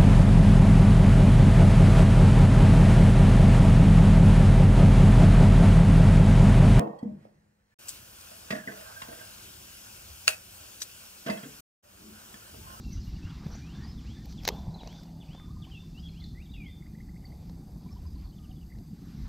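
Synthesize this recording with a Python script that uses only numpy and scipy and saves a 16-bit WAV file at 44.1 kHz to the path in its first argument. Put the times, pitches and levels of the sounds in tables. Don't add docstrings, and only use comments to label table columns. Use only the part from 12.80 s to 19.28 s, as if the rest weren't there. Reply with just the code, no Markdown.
import sys
import numpy as np
from scipy import signal
from scipy.fft import irfft, next_fast_len
from scipy.io import wavfile
from scipy.ndimage import uniform_filter1d

SR = 44100
rng = np.random.default_rng(int(sys.argv[2]) if len(sys.argv) > 2 else 0)


def generate_wav(signal):
    frames = np.transpose(np.atleast_2d(signal))
    scaled = np.clip(frames, -1, 1) * 32767
    pcm = np.round(scaled).astype(np.int16)
    wavfile.write(sys.argv[1], SR, pcm)


def voltage_ratio(decibels):
    exponent = np.asarray(decibels, float) / 20
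    return 10 ** exponent


N = 285768

PORTS = voltage_ratio([[4.0], [1.8]])


def evened(x):
    return x / np.sqrt(np.mean(x ** 2) + 1e-20)


def add(mix, s, sound):
    part = mix[..., max(round(s * SR), 0):][..., :sound.shape[-1]]
    part += sound[..., :part.shape[-1]]


def resonate(x, hz, width):
    pole = np.exp((2j * np.pi * hz - np.pi * width) / SR)
    return 2 * signal.lfilter([1 - abs(pole)], [1, -pole], x).real


def swells(rows, rest_db, column=2):
    t = np.arange(N) / SR
    return voltage_ratio(rest_db) + sum(voltage_ratio(row[column]) * np.exp(-((t - row[0]) / row[1]) ** 2) for row in rows)


def hiss(colour, size, patchy_db, flicker_db, channels=1):
    frames = N * 4 // size + 5
    hz = np.fft.rfftfreq(size, 1 / SR)
    f, db = np.transpose(colour)
    shape = np.interp(np.log(hz + 1), np.log(f), db, left=-90, right=-90)[:, None]
    patches = rng.standard_normal((frames, len(hz))).T
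    patches = uniform_filter1d(patches, size // 64, 0)
    patches = evened(uniform_filter1d(patches, 8192 // size, 1))
    flicker = evened(uniform_filter1d(rng.standard_normal(frames), size=3))
    a, b = rng.standard_normal((frames, len(hz), channels, 2)).T
    spectra = (a + 1j * b) * voltage_ratio(shape + patchy_db * patches + flicker_db * flicker)
    return evened(signal.istft(spectra, nperseg=size, noverlap=size * 3 // 4)[1][:, :N])


def band(hz, width, channels=1, order=2):
    size = next_fast_len(N)
    f = np.fft.rfftfreq(size, 1 / SR)
    a, b = rng.standard_normal((2, channels, len(f)))
    spectrum = (a + 1j * b) * np.exp(-((f - hz) / width) ** order)
    return evened(irfft(spectrum, size)[:, :N])


def chorus_gain(full_db):
    start_db, full_s = -16, 4.5
    return voltage_ratio(full_db + start_db * np.maximum(1 - np.arange(N) / SR / full_s, 0))


def blows(rows):
    out = np.zeros(N)
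    for s, db, hz, cycles in rows:
        t = np.arange(round(2 * cycles / hz * SR)) / SR
        add(out, s, voltage_ratio(db) * np.sin(2 * np.pi * hz * t) * np.hanning(len(t)))
    return out


def trees(x, t60, gap_s):
    taps = np.zeros(SR // 2)
    at = np.arange(round(gap_s * SR), SR // 2 - 20, 20)
    signs = rng.choice([-1., 1.], len(at))
    taps[at + rng.integers(0, 20, len(at))] = signs * voltage_ratio(-60 * at / SR / t60)
    return signal.oaconvolve(x, taps / np.linalg.norm(taps))[:N]


def bird(rows, rough, edge, wet_db, lift_db):
    out = np.zeros(N)
    flutter = uniform_filter1d(rng.standard_normal(N), size=200)
    flutter = evened(uniform_filter1d(flutter, size=200))
    for s, length, start_hz, mid_hz, end_hz, db in rows:
        u = np.linspace(0, 1, round(length * SR))
        hz = 2 * (start_hz * (u - .5) * (u - 1) + 2 * mid_hz * u * (1 - u) + end_hz * u * (u - .5))
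        shape = signal.windows.tukey(len(u), edge)
        shape = shape * voltage_ratio(lift_db * np.log2(hz / mid_hz))
        add(out, s, voltage_ratio(db) * np.sqrt(2) * shape * np.sin(2 * np.pi * np.cumsum(hz) / SR))
    out = out * voltage_ratio(rough * flutter)
    return out + voltage_ratio(wet_db) * trees(out, t60=0.43, gap_s=0.0025)


def glides(rows, low):
    return [(s, length, a, low * min(a, b) + (1 - low) * max(a, b), b, db) for s, length, a, b, db in rows]


def shaped(rows, shape):
    return [(s, shape[0], *(hz * np.array(shape[1:])), db) for s, hz, db in rows]


def sleeve_and_line():
    # middle in seconds, half length in seconds, cloth level in dB, line level in dB.
    moves = [(.14, 0.3, -77, -62), (.48, 0.32, -65.5, -76.5), (.72, 0.23, -64.5, -64.5),
             (1.04, 0.14, -62.5, -65), (1.3, 0.11, -67.5, -64), (1.45, 0.0081, -80, -66),
             (1.51, 0.027, -73, -62), (1.58, 0.18, -73, -66.5), (1.663, 0.013, -58, -49),
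             (1.76, 0.15, -65.5, -65), (2.14, 0.15, -67.5, -62.5), (2.55, 0.12, -71, -75),
             (3.1, 0.44, -84, -70), (3.47, 0.051, -90, -71), (4.65, 0.12, -79, -78),
             (5.2, 0.28, -78.5, -76.5), (5.43, 0.048, -73, -85), (6.48, 0.24, -66, -66.5)]
    # frequency in Hz, density in dB per Hz.
    cloth_colour = [(700, -3.5), (1100, 2.5), (1800, 0), (2600, -2.5), (3400, -3.5), (4200, -9.5)]
    # frequency in Hz, density in dB per Hz.
    line_colour = [(2800, -14.5), (3700, 0), (4500, 2.5), (5800, 0.5), (6600, -9), (7300, -6), (8200, -26),
                   (11000, -56)]
    cloth = swells(moves, rest_db=-79) * hiss(cloth_colour, size=512, patchy_db=3.0, flicker_db=0.5)
    line = swells(moves, rest_db=-84, column=3) * hiss(line_colour, size=512, patchy_db=1.8, flicker_db=1.0)
    return cloth + line


def gears():
    # middle in seconds, half length in seconds, peak in dB.
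    pushes = [
        (.2, 0.52, -81),
        (.7, 0.069, -63),
        (1.05, 0.17, -72.5),
        (1.72, 0.063, -51),
        (1.83, 0.15, -62.5),
        (2.06, 0.099, -64),
        (2.35, 0.34, -78),
        (4.52, 0.072, -69),
        (4.8, 0.34, -69),
        (1.47, 0.028, -65),
    ]
    # frequency in Hz, density in dB per Hz.
    gear_colour = [(300, -6.5), (450, -0.5), (620, -6), (780, 0.5), (900, -7.5), (1000, -9.5),
                   (1400, -28.5), (2500, -47)]
    return swells(pushes, rest_db=-69.5) * hiss(gear_colour, size=512, patchy_db=1.1, flicker_db=1.8)


def line_fizz():
    # middle in seconds, half length in seconds, peak in dB.
    flick_swells = [(.1, 0.065, -73), (.27, 0.043, -71), (.68, 0.03, -73), (.745, .025, -78),
                    (1.5, 0.044, -77), (1.645, 0.027, -67), (1.72, 0.048, -72), (1.45, 0.013, -78),
                    (1.518, .008, -72), (4.495, .006, -78), (4.72, .012, -79), (5.228, .005, -74)]
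    # frequency in Hz, density in dB per Hz.
    fizz_colour = [(10500, -19), (11050, -11.5), (12000, -4.5), (13000, 10), (14000, -7), (15300, -3.5),
                   (15750, -12), (15900, -56)]
    noise = hiss(fizz_colour, size=512, patchy_db=1.0, flicker_db=-2.0, channels=2)
    return PORTS * swells(flick_swells, rest_db=-100) * noise


def wind():
    # middle in seconds, half length in seconds, peak in dB.
    gusts = [
        (.22, 0.34, -41.5),
        (1.1, 0.7, -43.5),
        (1.8, 0.24, -45.5),
        (2.75, 0.45, -49),
        (3.42, 0.1, -46.5),
        (4.1, 1, -46),
        (5.3, 0.2, -43),
        (5.7, 0.42, -45.5),
        (6.5, 0.1, -36),
    ]
    # frequency in Hz, density in dB per Hz.
    wind_colour = [(18, -39), (30, -2.5), (60, 6), (90, 0), (130, -15.5), (200, -36.5)]
    return swells(gusts, rest_db=-68) * hiss(wind_colour, size=2048, patchy_db=1.5, flicker_db=2.5)


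def rumble():
    # frequency in Hz, density in dB per Hz.
    hum_colour = [(80, -21), (120, -1.5), (163, 2.5), (210, -4), (300, -11.5), (380, -21), (520, -42),
                  (900, -86)]
    rumble_db, drop_db = -43.5, -4
    drop_s, back_s = 1.93, 6.16
    t = np.arange(N) / SR
    still = np.clip(np.minimum(t - drop_s, back_s - t) / .5 + .5, 0, 1)
    return voltage_ratio(rumble_db + drop_db * still) * hiss(hum_colour, size=1024, patchy_db=0.87, flicker_db=2.0)


def pond_air():
    # frequency in Hz, density in dB per Hz.
    pond_colour = [(710, -41), (1200, -0.5), (1450, -8), (2510, -9), (3030, -23), (3580, -3), (4080, -6),
                   (4740, 2), (5710, -7.5), (6330, -4), (6890, -10.5), (7420, -5.5), (10700, -12),
                   (11200, -42), (14600, -68), (22000, -120)]
    # centre in Hz, width in Hz, level in dB.
    drones = [
        (54, 18, -53),
        (165.8, 3.35, -53.5),
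        (4730, 160, -79.5),
        (6320, 310, -82),
        (7450, 150, -86),
    ]
    air = voltage_ratio(-70.5) * hiss(pond_colour, size=1024, patchy_db=1.3, flicker_db=.1)
    for hz, width, db in drones:
        air += voltage_ratio(db) * band(hz, width)
    return air + PORTS * chorus_gain(-85) * band(11880, 450, channels=2)


def katydid():
    pitch_hz, per_s, at_s, blip_s = 11780, 135.68, 5.0045, .0011
    fall_hz_per_s, spread_hz, spread_db = 2e5, 30, 1.0
    drift, port_turn = .6, 2.1
    turns = (np.arange(N) / SR - at_s) * per_s + .5
    blip = np.floor(turns).astype(int)
    d = (turns % 1 - .5) / per_s
    traits = rng.standard_normal((blip.max() - blip.min() + 1, 5))
    phase, pitch, size, left, right = traits[blip - blip.min()].T
    wander = drift * np.cumsum(phase * np.diff(blip, prepend=0).clip(0, 1))
    angle = wander + 2 * np.pi * (pitch_hz + spread_hz * pitch - fall_hz_per_s * d / 2) * d
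    waves = np.sin([angle + .3 * left, angle - port_turn + .3 * right])
    blips = voltage_ratio(spread_db * size) * np.exp(-(d / blip_s) ** 2) * waves
    return PORTS * chorus_gain(-76.5) * evened(blips)


def still_air():
    # frequency in Hz, density in dB per Hz.
    still_colour = [(10900, -30), (11350, -7.5), (12000, 0.5), (12600, 3), (13500, -0.5), (14500, -3.5),
                    (15700, -6), (15800, -50)]
    rise = np.minimum(np.arange(N) / SR / 2.5, 1)
    top = hiss(still_colour, size=1024, patchy_db=1.0, flicker_db=-0.2, channels=2)
    return PORTS * voltage_ratio(-78.5) * top + voltage_ratio(-92) * rise * band(11000, 330)


def whistler():
    # start in seconds, length in seconds, start in Hz, end in Hz, level in dB.
    slurs = [(.03, 0.11, 2770, 2640, -67), (.105, 0.05, 2300, 2000, -70), (.494, 0.079, 2930, 2570, -68),
             (.94, 0.13, 1565, 1964, -64.5), (1.356, 0.084, 1740, 1866, -72),
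             (2.836, 0.023, 2850, 3220, -62), (3.222, 0.037, 3360, 3340, -60.5),
             (3.246, 0.036, 3390, 3180, -55), (3.414, 0.03, 2220, 1850, -65.5),
             (3.735, 0.033, 2900, 2630, -60), (3.76, .157, 2654, 1945, -58.5)]
    # start in seconds, length in seconds, start in Hz, end in Hz, level in dB.
    curls = [
        (.412, 0.11, 2630, 3770, -64.5),
        (.8, 0.16, 2385, 3650, -64.5),
        (2.903, 0.094, 3350, 2644, -57),
        (3.143, 0.065, 2680, 3400, -61.5),
        (3.545, 0.09, 1936, 3030, -61.5),
    ]
    # start in seconds, length in seconds, pitch in Hz, level in dB.
    pips = [
        (5.563, 0.017, 3520, -72),
        (3.65, 0.056, 2300, -76),
        (4.042, 0.18, 2430, -80),
        (1.085, .025, 5270, -63),
    ]
    song = glides(slurs, low=.53) + glides(curls, low=.8)
    song += [(s, length, hz, hz, hz, db) for s, length, hz, db in pips]
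    return bird(song, rough=3.2, edge=0.34, wet_db=-9, lift_db=1.5)


def chipper():
    # start in seconds, length in seconds, start in
    # Hz, end in Hz, level in dB.
    flicks = [(.116, 0.026, 5900, 6300, -57), (.128, 0.012, 5480, 6500, -50), (.118, .012, 4100, 5200, -59),
              (.196, 0.03, 4950, 5000, -64), (.168, 0.025, 2740, 2970, -66), (.266, .022, 2760, 2980, -64),
              (.355, .02, 2750, 2950, -67), (.712, 0.01, 5700, 6270, -56.5), (.722, 0.015, 5150, 6320, -58),
              (.736, 0.012, 4150, 4900, -56), (.745, .012, 5300, 6300, -53.5), (.755, .01, 6570, 7200, -60),
              (1.028, 0.03, 4450, 5020, -59), (1.06, 0.073, 5030, 5140, -62),
              (.498, .016, 4050, 3550, -68.5), (3.173, .018, 3780, 4900, -67),
              (3.192, 0.015, 4840, 4970, -59.5), (3.312, 0.026, 5100, 5200, -69),
              (3.625, 0.017, 3730, 3760, -65)]
    # start in seconds, length in seconds, pitch in Hz, fall in octaves, level in dB.
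    chips = [(1.787, 0.012, 3980, 0.19, -62), (1.906, 0.0088, 3920, 0.1, -62),
             (1.941, 0.013, 4090, 0.18, -52), (2.002, 0.023, 3900, 0.12, -54),
             (2.157, 0.0098, 3920, .03, -60), (2.267, 0.022, 2840, 0.2, -70),
             (3.286, .017, 4200, 0.065, -60.5), (3.4, .016, 4140, 0.34, -58),
             (3.439, 0.0088, 4150, 0.3, -48), (3.653, 0.017, 3460, 0.46, -65),
             (3.69, 0.018, 3620, 0.032, -65), (3.715, 0.015, 3790, 0.08, -61),
             (5.263, .022, 4910, .06, -63), (5.353, 0.0096, 4370, 0.37, -63.5),
             (5.438, 0.026, 4420, 0.11, -65), (5.47, 0.0077, 3830, 0.55, -67)]
    song = glides(flicks, low=.5)
    song += [(s, length, hz * 2 ** (fall / 2), hz, hz / 2 ** (fall / 2), db) for s, length, hz, fall, db in chips]
    return bird(song, rough=1.3, edge=0.45, wet_db=-3.0, lift_db=4)


def hand_knocks():
    # start in seconds, peak in dB, pitch in Hz, cycles.
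    thuds = [
        (0.653, -28, 163, 2.1),
        (1.718, -33.5, 186, 1.8),
        (1.876, -25.5, 101, 0.66),
        (1.887, -29, 149, 1.22),
        (1.952, -39.5, 193, 2.5),
    ]
    return blows(thuds)


def rattles():
    # start in seconds, peak in dB, pitch in Hz, cycles.
    loose_parts = [(0.75, -45, 700, 2.2), (0.664, -37.5, 465, 1.1), (1.8685, -39, 750, 1.3),
                   (1.886, -41, 795, 1.6), (1.959, -43, 800, 1.9), (1.974, -46, 850, 1.6),
                   (2.006, -47.5, 860, 5.4), (2.057, -44, 623, 3.8), (2.089, -55, 920, 2.4),
                   (2.104, -59, 790, 3.5), (2.186, -56, 1510, 8), (1.462, -52, 760, 3),
                   (2.799, -55, 767, 2.3), (2.867, -49.5, 770, 2.1)]
    return blows(loose_parts)


def pings():
    # start in seconds, peak in dB, pitch in Hz, cycles.
    small_parts = [(1.6505, -33, 6400, 11), (1.6535, -52, 2100, 2.5), (1.671, -36, 5800, 11),
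                   (1.6762, -23, 3900, 7.5), (1.6772, -30, 12050, 14), (1.6878, -38, 12000, 8.6),
                   (1.6765, -30, 720, 1.45), (1.676, -31, 1700, 4), (1.6768, -33, 2190, 3.2),
                   (1.682, -34, 5800, 12), (1.6893, -31, 5000, 3.7), (1.6905, -30, 794, 1.4),
                   (1.6872, -22, 6330, 5.4), (1.6875, -36, 5030, 13), (1.697, -33.5, 425, 2.7),
                   (1.703, -43, 1130, 4.1), (2.5305, -58, 1600, 3), (2.9, -58, 1700, 2.5),
                   (2.5965, -51, 2020, 3.4), (2.5975, -52, 1460, 3.5), (0.6648, -58, 900, 1.5),
                   (2.0738, -39, 5900, 5.8), (1.688, -24.5, 764, 2.1)]
    return blows(small_parts)


def ticks():
    # time in seconds, peak in dB, low knock in dB, top fizz in dB,
    # half length in milliseconds.
    snaps = [(0.6657, -50, 5, -8, 1.2), (1.456, -47.5, -9, -1, 2), (1.5249, -46, -18, -12, 1.6),
             (1.6342, -42.5, -10, -22, 2.7), (1.6512, -25, -7.5, -13, 1.4), (1.6771, -17, -6, -4.5, 1.8),
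             (1.6875, -15, -5, -7.5, 1.36), (2.0328, -49, 11.5, -25, 1.1), (2.0743, -41, 2, -17, 2.3),
             (2.1271, -47, -10, -10, 1), (2.2334, -50, -21, -7, 2.7), (2.5314, -56, 3, -28, 1.2),
             (2.5494, -53, 8, -26, 4.5), (2.6, -63, 13, -28, 3.4), (4.6958, -49.5, 3.5, -19, 2.5),
             (5.9858, -53, -1, -17, 1.3), (6.17, -61, -15, -20, 1.5), (6.479, -50, -3, -12, 1)]
    # centre in Hz, width in Hz, level in dB.
    frame = [
        (1910, 1100, -4.5),
        (2900, 1200, -6.5),
        (4250, 1200, 0),
        (5400, 1100, -4),
        (6400, 1100, -7),
        (8800, 2500, -25),
    ]
    leaning_tick, lean_db, lean_from_hz = 6, 2.2, 5000
    same = 0.55
    out = np.zeros((2, N))
    t = np.arange(2600) / SR - .01
    top = signal.butter(8, [11600, 15450], "bandpass", fs=SR, output="sos")
    for row, (s, db, low_db, top_db, ms) in enumerate(snaps):
        noise = rng.standard_normal((4, 2600))
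        scrape = np.exp(-(t * 1000 / ms) ** 2)
        swell_and_tail = np.exp(np.minimum(t / 0.004, -t / 0.007))
        burst = scrape + voltage_ratio(-16.5) * swell_and_tail
        lean = (row == leaning_tick) * lean_db * np.array([[-1], [1]])
        body = 0
        for k, (hz, width, g) in enumerate(frame):
            ring = resonate(resonate(noise[0] * burst, hz, width), hz, width)
            body = body + (-1) ** k * voltage_ratio(g + lean * (hz > lean_from_hz)) * ring
        low = noise[1] * burst
        knock = resonate(resonate(low, 740, 180) + resonate(low, 420, 300), 560, 500)
        right = same * np.roll(noise[2], 1) + np.sqrt(1 - same ** 2) * noise[3]
        fizz = signal.sosfilt(top, np.array([noise[2], right]) * burst ** 2)
        body = body / abs(body).max()
        knock = knock / abs(knock).max()
        fizz = fizz / abs(fizz).max(-1, keepdims=True)
        add(out, s - .009, voltage_ratio(db) * (body + voltage_ratio(low_db) * knock + PORTS * voltage_ratio(top_db) * fizz))
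    return out


def songbird():
    # length in seconds, start in Hz, middle in Hz, end in Hz.
    fall = (.041, 3780, 2950, 1880)
    rise = (.098, 2030, 2900, 3580)
    hold = (.088, 3570, 3550, 3530)
    head = (0.017, 3700, 3400, 3460)
    # start in seconds, level in dB.
    strokes = [
        (1.178, -64),
        (1.576, -61.5),
        (1.985, -63.5),
        (2.405, -61.5),
        (2.819, -61),
        (3.26, -63),
        (3.733, -61),
    ]
    # start in seconds, rise level in dB, hold level in dB.
    held = [
        (.935, -80, -69),
        (1.33, -65.5, -68),
        (1.735, -64, -65),
        (2.135, -63.5, -64.5),
        (2.553, -64.5, -63.5),
        (2.968, -67, -65),
        (3.415, -66, -65),
        (3.888, -66, -65),
    ]
    song = [(s, *fall, db) for s, db in strokes]
    song += [(s - 0.0035, *head, db - 2.5) for s, db in strokes]
    song += [(s + 0.004 - rise[0], *rise, db) for s, db, _ in held]
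    song += [(s, *hold, db) for s, _, db in held]
    return bird(song, rough=2.5, edge=.3, wet_db=-4.0, lift_db=16)


def spool():
    # time in seconds, level in dB.
    whir = [
        (1.66, -89),
        (1.71, -57),
        (1.9, -60.5),
        (2.1, -58),
        (2.16, -64.5),
        (2.5, -66),
        (2.62, -90),
    ]
    start_hz, sag_hz_per_s, width_hz = 860, 190, 260
    t = np.arange(N) / SR
    times, db = np.transpose(whir)
    hz = start_hz - sag_hz_per_s * np.clip(t - times[0], 0, 1)
    carrier = np.sqrt(2) * np.cos(2 * np.pi * np.cumsum(hz) / SR)
    return voltage_ratio(np.interp(t, times, db)) * band(0, width_hz, order=8) * carrier


def settle():
    settling = (1.7, .22, 13600, 11700, 500, -72)
    s, length, start_hz, end_hz, width, db = settling
    u = np.clip((np.arange(N) / SR - s) / length, 0, 1)
    angle = 2 * np.pi * np.cumsum(start_hz + (end_hz - start_hz) * u) / SR
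    return PORTS * voltage_ratio(db) * np.sin(np.pi * u ** .5) * band(0, width, channels=2) * np.cos(angle)


def chucker():
    # start in seconds, pitch in Hz, level in dB.
    chucks = [(2.416, 863, -62), (2.577, 1055, -62), (2.761, 1044, -62), (2.867, 1065, -61),
              (3.024, 1030, -67), (4.02, 2140, -61.5), (4.058, 2040, -59.5), (4.145, 1930, -62),
              (4.2, 2054, -58), (4.283, 1960, -62), (4.357, 2100, -58.5), (4.44, 2055, -60.5),
              (4.517, 2104, -61), (5.054, 1000, -59.5), (5.105, 1153, -66.5), (5.355, 1010, -66),
              (5.41, 1100, -68), (5.439, 1037, -69), (5.083, 2320, -67.5), (5.157, 977, -59),
              (5.168, 3120, -73), (5.25, 1030, -62), (5.915, 2030, -58), (5.95, 1920, -66)]
    # length in seconds, start, middle and end as shares of the pitch.
    high_chuck = (0.016, .85, 1, 1.06)
    deep_chuck = (.021, .93, 1, 1.04)
    # start in seconds, length in seconds, start in Hz, end in Hz, level in dB.
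    hoots = [
        (2.6, 0.029, 1290, 1180, -65),
        (2.622, 0.049, 1160, 1280, -65),
        (2.672, 0.051, 904, 1275, -63.5),
        (2.71, 0.16, 1257, 1174, -72),
        (2.868, 0.049, 766, 760, -67.5),
        (5.566, 0.12, 1266, 1170, -72.5),
        (5.688, 0.05, 713, 803, -66),
    ]
    high = [c for c in chucks if c[1] > 1500]
    deep = [c for c in chucks if c[1] <= 1500]
    graces = [(s - .016, .011, hz, hz, hz, db - 10) for s, hz, db in high]
    song = shaped(high, high_chuck) + shaped(deep, deep_chuck) + graces + glides(hoots, low=.5)
    return bird(song, rough=2.2, edge=0.6, wet_db=-10, lift_db=2.0)


def warbler():
    # start in seconds, length in seconds, start in Hz, end in Hz, level in dB.
    twitter = [(5.112, 0.013, 5150, 5520, -62), (5.124, .014, 5500, 5200, -59),
               (5.305, 0.011, 4950, 4900, -69), (5.325, .01, 5100, 4950, -66),
               (5.381, .012, 4450, 4200, -67), (5.396, 0.0069, 4870, 4200, -62),
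               (5.408, .01, 5000, 4850, -66), (5.493, .012, 4300, 4550, -65),
               (5.503, .011, 4350, 3800, -64), (5.522, .014, 2800, 3250, -68),
               (5.533, .014, 3250, 2950, -67), (5.58, .015, 3800, 2550, -65),
               (5.605, .008, 5000, 4500, -68), (5.624, .02, 2750, 3200, -69),
               (5.639, .027, 3250, 2430, -65.5), (5.692, .01, 3450, 3100, -70),
               (5.705, .01, 3700, 3700, -68), (5.709, .012, 3300, 2750, -64),
               (5.759, .021, 3520, 3300, -66), (5.783, .008, 3500, 2900, -69),
               (5.808, .014, 2600, 3150, -66), (5.82, .024, 3150, 2380, -67),
               (4.369, 0.0085, 2250, 2880, -73), (4.418, 0.015, 2670, 3200, -77),
               (4.427, 0.0078, 2500, 1400, -69), (2.69, .032, 3500, 3730, -71),
               (4.464, 0.013, 4100, 2300, -70)]
    # start in seconds, length in seconds, start, middle and end in Hz, level in dB.
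    alarm = (4.451, .015, 4700, 4550, 4150, -52)
    return voltage_ratio(-3) * bird(glides(twitter, low=.5) + [alarm], rough=2.5, edge=.6, wet_db=-8, lift_db=13)


def scene():
    reel = gears() + line_fizz() + ticks() + pings() + rattles() + spool() + settle()
    hands = sleeve_and_line() + hand_knocks()
    pond = wind() + rumble() + pond_air() + katydid() + still_air()
    far_birds = whistler() + chipper() + songbird() + chucker() + warbler()
    return reel + hands + pond + far_birds


def low_pass(x):
    return signal.sosfilt(signal.butter(12, 16650, fs=SR, output="sos"), x)


def record(dry):
    t = np.arange(N) / SR
    treble = signal.sosfiltfilt(signal.butter(8, 7300, "highpass", fs=SR, output="sos"), dry)
    dropout = np.interp(t, [1.659, 1.662, 1.671, 1.674], [0, 1, 1, 0])
    rolloff = signal.butter(10, 16600, fs=SR, output="sos")
    heard = signal.sosfiltfilt(rolloff, dry - dropout * treble)
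    return low_pass(heard)


dry = scene()
out = record(dry)
generate_wav(out)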